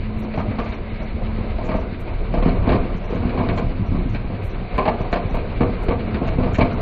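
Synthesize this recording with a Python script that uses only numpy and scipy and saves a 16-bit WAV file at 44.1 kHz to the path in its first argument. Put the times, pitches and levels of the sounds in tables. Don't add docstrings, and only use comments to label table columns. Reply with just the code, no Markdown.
import sys
import numpy as np
from scipy import signal
from scipy.fft import rfft, irfft, next_fast_len
from scipy.io import wavfile
from scipy.ndimage import uniform_filter1d, map_coordinates

SR = 44100
rng = np.random.default_rng(int(sys.argv[2]) if len(sys.argv) > 2 else 0)


def magnitude_from_level(level_db):
    exponent = np.asarray(level_db, float) / 20
    return 10 ** exponent


def unload_wav(signal):
    wavfile.write(
        sys.argv[1],
        SR,
        np.round(np.clip(np.atleast_2d(signal).T, -1, 1) * 32767).astype(np.int16),
    )


N = 300321

# time in s, engine load in dB, rock flow in dB, weight of rolling rock in dB.
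WORK_CURVES = [(0.0, -24.5, -39, 5.5), (0.2, -27, -39.5, 3.5), (0.55, -29.5, -34.5, -7),
               (1.0, -28, -38, -0.5), (1.45, -23, -36.5, -0.5), (1.72, -25.5, -36, -3),
               (2.05, -29, -38, -0.2), (2.4, -20.5, -35.5, 3), (2.54, -23, -34.5, .3),
               (2.69, -18.5, -28.5, -1.8), (3.0, -26.5, -37, -1), (3.41, -29, -30, -1),
               (3.75, -28, -37.5, 4.5), (4.3, -28, -38.5, 4), (4.9, -30, -32, -6.5), (5.5, -25, -34, -0.2),
               (6.05, -28, -33, 2), (6.81, -25.5, -30.5, 2.5)]
# start in s, length in s, pitch in Hz, level in dB, glide in Hz per s.
PUMP_HUMS = [
    (0.0, 0.98, 215, -32, 6.5),
    (1.016, .22, 219, -38.5, 1),
    (1.25, 0.41, 219, -31.5, 9),
    (3.2, 0.31, 239, -33, 12.5),
    (3.45, 0.14, 248, -26, -29),
    (4.89, 0.11, 238, -27.5, -93),
    (5.98, 0.21, 227.5, -26, -50),
]
# frequency in Hz, level in dB.
ENGINE_SPECTRUM = [(7.1, -37.5), (12, 7.5), (37, 10), (120, -1.5), (160, -28.5), (260, -120)]
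# frequency in Hz, level in dB.
BOOM_SPECTRUM = [(35, -29.5), (60, -5.5), (102, 3.5), (157, -6.5), (182, -1), (296, -12.5), (400, -18),
                 (520, -49.5), (880, -120)]
# frequency in Hz, level in dB.
RATTLE_SPECTRUM = [(160, -13.5), (280, -5), (440, -1), (475, -3.5), (596, -5), (730, -4.5), (836, -14),
                   (965, -9.5), (1430, -18), (1550, -17.5), (1700, -33.5), (2210, -46.5), (3740, -120)]
# frequency in Hz, level in dB.
GRIT_SPECTRUM = [(760, -33.5), (1300, 2.5), (1420, -11), (1550, 0), (1830, -1.5), (1950, 1), (2300, 4),
                 (2740, -3), (2940, -4.5), (3220, -10), (3870, -8.5), (4280, -9.5), (4690, -15.5),
                 (6100, -34), (10300, -120)]
# frequency in Hz, width in Hz, level in dB.
GROUND_MODES = [(42.7, 55, -1.5), (91, 47.5, 3), (177.5, 29.6, 3.5), (251, 39.6, 2), (358.4, 29, -6.5)]
# frequency in Hz, width in Hz, level in dB.
BED_MODES = [(390, 60, -5), (450, 28, 2), (492, 30, 0), (560, 70, -5), (620, 35, 1), (723, 30, 1),
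             (830, 110, -8), (940, 45, -3), (1040, 50, -4), (1180, 200, -9)]
# frequency in Hz, width in Hz, level in dB.
STONE_MODES = [(1562, 540, 1), (2100, 317, 3), (2216, 162, 8.5), (2710, 1050, -4.5), (3770, 570, -6.5),
               (3993, 87, -8)]
# frequency in Hz, width in Hz, level in dB.
CHIP_MODES = [(3390, 370, -2.8), (3735, 1000, -0.11), (4070, 500, -0.2)]
# frequency in Hz, time to fall 60 dB in s.
HILL_DECAY = [(100, 0.57), (1000, 0.13), (5000, 0.11)]
# frequency in Hz, level in dB.
OVERALL_RESPONSE = [(20, 0), (4400, 0), (4900, -3), (5300, -3), (5420, -70), (16000, -80)]
# start in s, peak in dB, top frequency in Hz, length in s.
TREBLE_FLICKERS = [(0.176, -56.5, 15300, 0.044), (1.991, -57, 15300, 0.038), (4.422, -56, 15300, 0.073),
                   (5.338, -52.5, 15300, 0.028), (2.3344, -58.5, 11600, .013), (4.772, -55, 12000, 0.014),
                   (5.821, -56.5, 12100, 0.037), (1.632, -55, 7470, 0.061), (3.5528, -52.5, 7550, 0.059),
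                   (5.114, -51, 7380, .039), (6.264, -54, 6900, 0.036), (6.5284, -45.5, 7530, 0.044),
                   (6.574, -46.5, 7480, 0.022), (6.804, -46, 15300, 0.015)]
# start in s, top frequency in Hz.
TREBLE_TICKS = [(0.218, 6300), (0.355, 6300), (0.385, 6300), (0.582, 6300), (0.63, 6900), (0.681, 6900),
                (0.73, 6240), (1.019, 6240), (1.748, 6300), (1.787, 6300), (2.957, 6960), (3.036, 6150),
                (3.09, 6300), (3.137, 6850), (3.857, 6160), (4.086, 6900), (4.12, 6300), (4.492, 6300),
                (4.998, 6330), (5.293, 6300), (6.72, 6300)]
# start in s, bed in dB, rattling on in s, thud in dB over bed, ring in Hz.
BED_CLUMPS = [(0.376, -24, 0.013, 0.5, 740), (0.586, -25, 0.0064, -4.5, 716), (1.585, -31, .08, -1, 625),
              (1.689, -24, 0.07, -1.5, 592), (2.075, -33, .02, -1.5, 640), (2.34, -26.5, 0.036, 2, 627),
              (2.424, -22.5, 0.052, -2.5, 501), (2.672, -24.5, .04, 5, 536),
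              (2.719, -18.5, 0.018, 0.5, 530), (3.122, -37, 0.025, 12.5, 394), (3.2, -35.5, 0.063, 7, 406),
              (3.376, -23, 0.039, 2.5, 986), (3.488, -26.5, 0.023, 3.5, 497),
              (3.575, -23.5, 0.0027, -13, 550), (3.918, -39, 0.039, 17, 435),
              (4.78, -17.5, 0.0088, -3, 1013), (4.854, -21.5, 0.026, -9, 814),
              (5.128, -19, 0.023, -10.5, 583), (5.344, -26, .012, -1.5, 542), (5.607, -18.5, 0.018, 4, 500),
              (5.883, -22, 0.023, 0, 512), (6.145, -33, .012, 5.5, 537), (6.431, -24.5, 0.033, 0, 518),
              (6.585, -18, 0.024, 4, 650)]
# start in s, thud in dB, bed in dB relative to thud.
HEAP_THUDS = [(0.187, -37.5, -4.5), (0.247, -28.5, -7), (0.504, -26.5, -8), (0.81, -33, -29.5),
              (1.161, -32.5, -17), (1.384, -24, -12), (1.446, -35.5, -16), (1.749, -22.5, -11),
              (1.921, -25.5, -20), (2.458, -13, -15.5), (2.849, -28, -4), (2.944, -26.5, -15),
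              (3.084, -36, -2), (3.25, -18, -23.5), (3.334, -27, -11.5), (3.621, -25.5, -11.5),
              (3.718, -25.5, -15.5), (3.793, -27.5, -25.5), (3.986, -19, -18), (4.02, -26, -21),
              (4.053, -24, -18.5), (4.242, -28, -17.5), (4.3, -26.5, -6), (5.003, -23, -3),
              (5.307, -27.5, -9), (6.215, -20.5, -7), (6.383, -16, -9), (6.737, -25.5, -15.5)]
# start in s, crack in dB, bed in dB over crack.
STONE_CRACKS = [(0.339, -40.5, 7), (0.502, -44.5, -10), (0.658, -46, 11.5), (0.722, -38.5, -8.5),
                (1.002, -43, 4.5), (2.487, -37, 5), (2.691, -32, 8.5), (3.294, -38, -2.5),
                (3.488, -32.5, 1.5), (4.146, -35.5, -1), (4.546, -45.5, 6.5), (4.74, -41, 8.5),
                (5.128, -32, -0.6), (5.995, -40, 4), (6.144, -35, -0.8), (6.275, -37.5, 8),
                (6.545, -33, -18.5), (6.608, -30, 4)]
# start in s, bed in dB, ring in Hz, ring in dB over the usual.
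PANEL_KNOCKS = [(0.4, -26, 1260, -2), (0.59, -33.5, 1210, 7), (0.612, -35, 460, -1.3),
                (1.63, -35.5, 632, 5), (2.34, -33, 623, 8.5), (2.375, -29, 512, 0),
                (2.516, -32.5, 442, -2.5), (2.744, -23.5, 417, 3.5), (2.9, -37.5, 408, 2.5),
                (3.105, -40.5, 406, 12), (3.125, -35.5, 478, 11.5), (3.158, -38, 442, 13),
                (3.395, -30, 1040, -4), (3.43, -36, 460, 1.5), (3.577, -26.5, 1000, -3),
                (3.95, -35, 1124, 3), (4.877, -15.5, 677, 0.5), (4.938, -32, 734, 3.5),
                (5.128, -33, 1580, 2), (5.168, -28.5, 473, 1.5), (5.886, -32, 500, 11.5),
                (5.916, -27.5, 905, 0.8), (5.93, -33, 470, 8), (6.069, -38, 440, 1),
                (6.476, -32, 684, -0.4), (6.608, -19, 607, -3.7), (6.61, -33.5, 2320, 13.5),
                (6.667, -35, 423, 2.5)]


def unit(x):
    return x / np.sqrt(np.mean(x ** 2) + 1e-20)


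def along(points, hz):
    f, v = np.transpose(points)
    return np.interp(np.log(hz + 1), np.log(f + 1), v)


def curves(rows):
    s, *columns = np.transpose(rows)
    return [np.interp(np.arange(N) / SR, s, column) for column in columns]


def wobble(rate):
    rate = min(rate, 40)
    knots = rng.standard_normal(int(N * 40 / SR) + 4)
    return map_coordinates(knots, [np.arange(N) * rate / SR])


def filtered(x, response):
    m = next_fast_len(N + SR // 2)
    return irfft(rfft(x, m) * response(np.fft.rfftfreq(m, 1 / SR)), m)[..., :N]


def resonant(modes):
    def ring(f):
        total = 0
        for k, (centre, width, db) in enumerate(modes):
            damping = 1j * f * width
            total = total + (-1) ** k * magnitude_from_level(db) * damping / (centre * centre - f * f + damping)
        return total

    return lambda f: ring(f) / np.sqrt(np.mean(np.abs(ring(f)) ** 2))


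def rush(spectrum, patchy_db, grain_db):
    z = signal.stft(rng.standard_normal(N + 512), nperseg=512)[2]
    field = uniform_filter1d(rng.standard_normal(z.shape), size=4, axis=0)
    field = uniform_filter1d(field, size=8, axis=1)
    noise = signal.istft(z * magnitude_from_level(patchy_db * unit(field)), nperseg=512)[1][:N]
    lumpy = noise * magnitude_from_level(grain_db * wobble(35))
    return unit(filtered(lumpy, lambda hz: magnitude_from_level(along(spectrum, hz))))


def engines():
    load_db, _, _ = curves(WORK_CURVES)
    phase = 2 * np.pi * np.cumsum(32 + 0.8 * wobble(7.3)) / SR
    firing = magnitude_from_level(-1 + 5.4 * wobble(5)) * np.sin(phase)
    return magnitude_from_level(load_db) * (rush(ENGINE_SPECTRUM, patchy_db=-0.56, grain_db=-2.5) + firing)


def pump():
    hum, t = np.zeros(N), np.arange(N) / SR
    ramp_s = 0.055
    unsteady_db, drift_hz = 3.2 * wobble(6), 1.3 * wobble(8.1)
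    for s, length, hz, db, glide in PUMP_HUMS:
        gate = np.clip(np.minimum(t - s + ramp_s, s + length - t) / ramp_s, 0, 1)
        phase = 2 * np.pi * np.cumsum(hz + glide * (t - s) + drift_hz) / SR
        hum += gate * magnitude_from_level(db + 2.5 + unsteady_db) * np.sin(phase)
    return hum


def sliding_rock():
    _, flow_db, weight_db = curves(WORK_CURVES)
    more_db = flow_db + 35
    boom = magnitude_from_level(-29 + 0.69 * more_db + weight_db) * rush(BOOM_SPECTRUM, patchy_db=3.0, grain_db=-1.4)
    rattle = magnitude_from_level(flow_db + 1.5) * rush(RATTLE_SPECTRUM, patchy_db=1.9, grain_db=1.1)
    hiss = magnitude_from_level(-43.5 + 0.42 * more_db) * rush(GRIT_SPECTRUM, patchy_db=1.1, grain_db=1.33)
    return boom + rattle + hiss


def treble_flickers():
    t, out = np.arange(SR // 10) / SR, np.zeros(N + SR)
    hz = np.fft.rfftfreq(len(t), 1 / SR)
    tick_db, tick_s = -58.5, 0.036
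    ticks = [(s, tick_db, top_hz, tick_s) for s, top_hz in TREBLE_TICKS]
    for s, db, top_hz, length in list(TREBLE_FLICKERS) + ticks:
        band = (hz > 5300) * (hz < top_hz)
        thin = unit(irfft(rfft(rng.standard_normal(len(t))) * band, len(t)))
        swell = np.sin(np.pi * np.clip(t / length, 0, 1))
        i = round(s * SR)
        out[i:i + len(t)] += magnitude_from_level(db - 6) * swell * thin
    return out[:N]


def hill(x):
    hz, t, z = signal.stft(rng.standard_normal(SR // 2), SR, nperseg=256)
    decay = magnitude_from_level(-60 * t / along(HILL_DECAY, hz)[:, None])
    tail = signal.istft(z * decay, SR, nperseg=256)[1]
    late = np.pad(x, (1500, 0))
    return signal.fftconvolve(late, tail / np.linalg.norm(tail))[:N]


def clump_blows():
    bounce_s, settle_db_per_s, settled_hz = 0.026, 380.5, 500
    rows = []
    for s, db, rattling, thud_db, hz in BED_CLUMPS:
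        pace_luck, ring_luck = rng.standard_normal((2, 4))
        for k in range(4):
            after = k * bounce_s * np.exp(0.15 * pace_luck[k] / (k + 1))
            bed_db = db - settle_db_per_s * max(after - rattling, 0)
            crack_db = -14 - 2.5 * k - 0.28 * thud_db
            ring_hz = hz * (settled_hz / hz) ** min(0.4 * k, 1)
            ring_hz *= np.exp(0.12 * ring_luck[k] * (k > 0))
            rows.append((s + after, bed_db, thud_db, crack_db, -2 * k, ring_hz, 0.031))
    return rows


def blows():
    rows = []
    for s, db, under_db in HEAP_THUDS:
        rows.append((s, db + under_db, -under_db, -26.5 - under_db, 0, 470, 0.043))
    for s, db, over_db in STONE_CRACKS:
        rows.append((s, db + over_db, 2 - over_db, -over_db, 0, 650, 0.033))
    rows += clump_blows()
    for s, db, hz, ring_db in PANEL_KNOCKS:
        rows.append((s, db, -6, -15.5, ring_db, hz, 0.028))
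    return rows


def boulders():
    shake, panel, chips = np.zeros((3, N + SR)), np.zeros(N + SR), np.zeros(N + SR)
    t = np.arange(SR // 9) / SR
    for s, db, thud_db, crack_db, ring_db, hz, length in blows():
        noise = rng.standard_normal((3, len(t)))
        luck, size = rng.random(len(t)), rng.random(len(t))
        hits = (luck < 0.012) * magnitude_from_level(12.8 * size) * np.sign(noise)
        knocks = 1.17 * noise + np.array([[6.0], [6.0], [3.5]]) * hits
        lasting = max(length, 0.008) * np.array([[0.85], [0.95], [0.8]])
        tumble = np.exp(-(t / lasting) ** 3.2) * (1 - np.exp(-t / 0.0004))
        first_blow = np.array([[14.0], [7.5], [4.5]]) * np.exp(-t / 0.00016)
        force = knocks * tumble + first_blow
        span = slice(round(s * SR), round(s * SR) + len(t))
        shake[:, span] += magnitude_from_level([[db + thud_db - 10.5], [db - 11], [db + crack_db - 3.0]]) * force
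        peak = signal.iirpeak(hz, hz / 85, SR)
        panel[span] += magnitude_from_level(db + ring_db + 10.5) * signal.lfilter(*peak, force[1])
        splinter_db = 0.5 * (min(crack_db, -6) + 18.0)
        chips[span] += magnitude_from_level(db + crack_db - 12.5 + splinter_db) * knocks[2] * np.exp(-t / 0.012)
    out = panel[:N] + filtered(chips[:N], resonant(CHIP_MODES))
    for x, modes in zip(shake, (GROUND_MODES, BED_MODES, STONE_MODES)):
        out += filtered(x[:N], resonant(modes))
    return out


def scene():
    rock = boulders()
    return (rock + magnitude_from_level(-12.0) * hill(rock) + engines() + sliding_rock() + pump())[None]


def roll_off(x):
    return signal.sosfilt(signal.butter(12, 15700, fs=SR, output="sos"), x)


def record(dry):
    x = filtered(0.9 * np.tanh(dry / 0.9), lambda hz: magnitude_from_level(along(OVERALL_RESPONSE, hz)))
    for edge_hz, rarity in ((4350, -0.83), (4720, -1.1), (5000, 0.37)):
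        shut = uniform_filter1d((wobble(33) < rarity) * 1.0, size=300)
        x = x - shut * filtered(x, lambda hz: hz > edge_hz)
    return roll_off(x + treble_flickers())


dry = scene()
out = record(dry)
unload_wav(out)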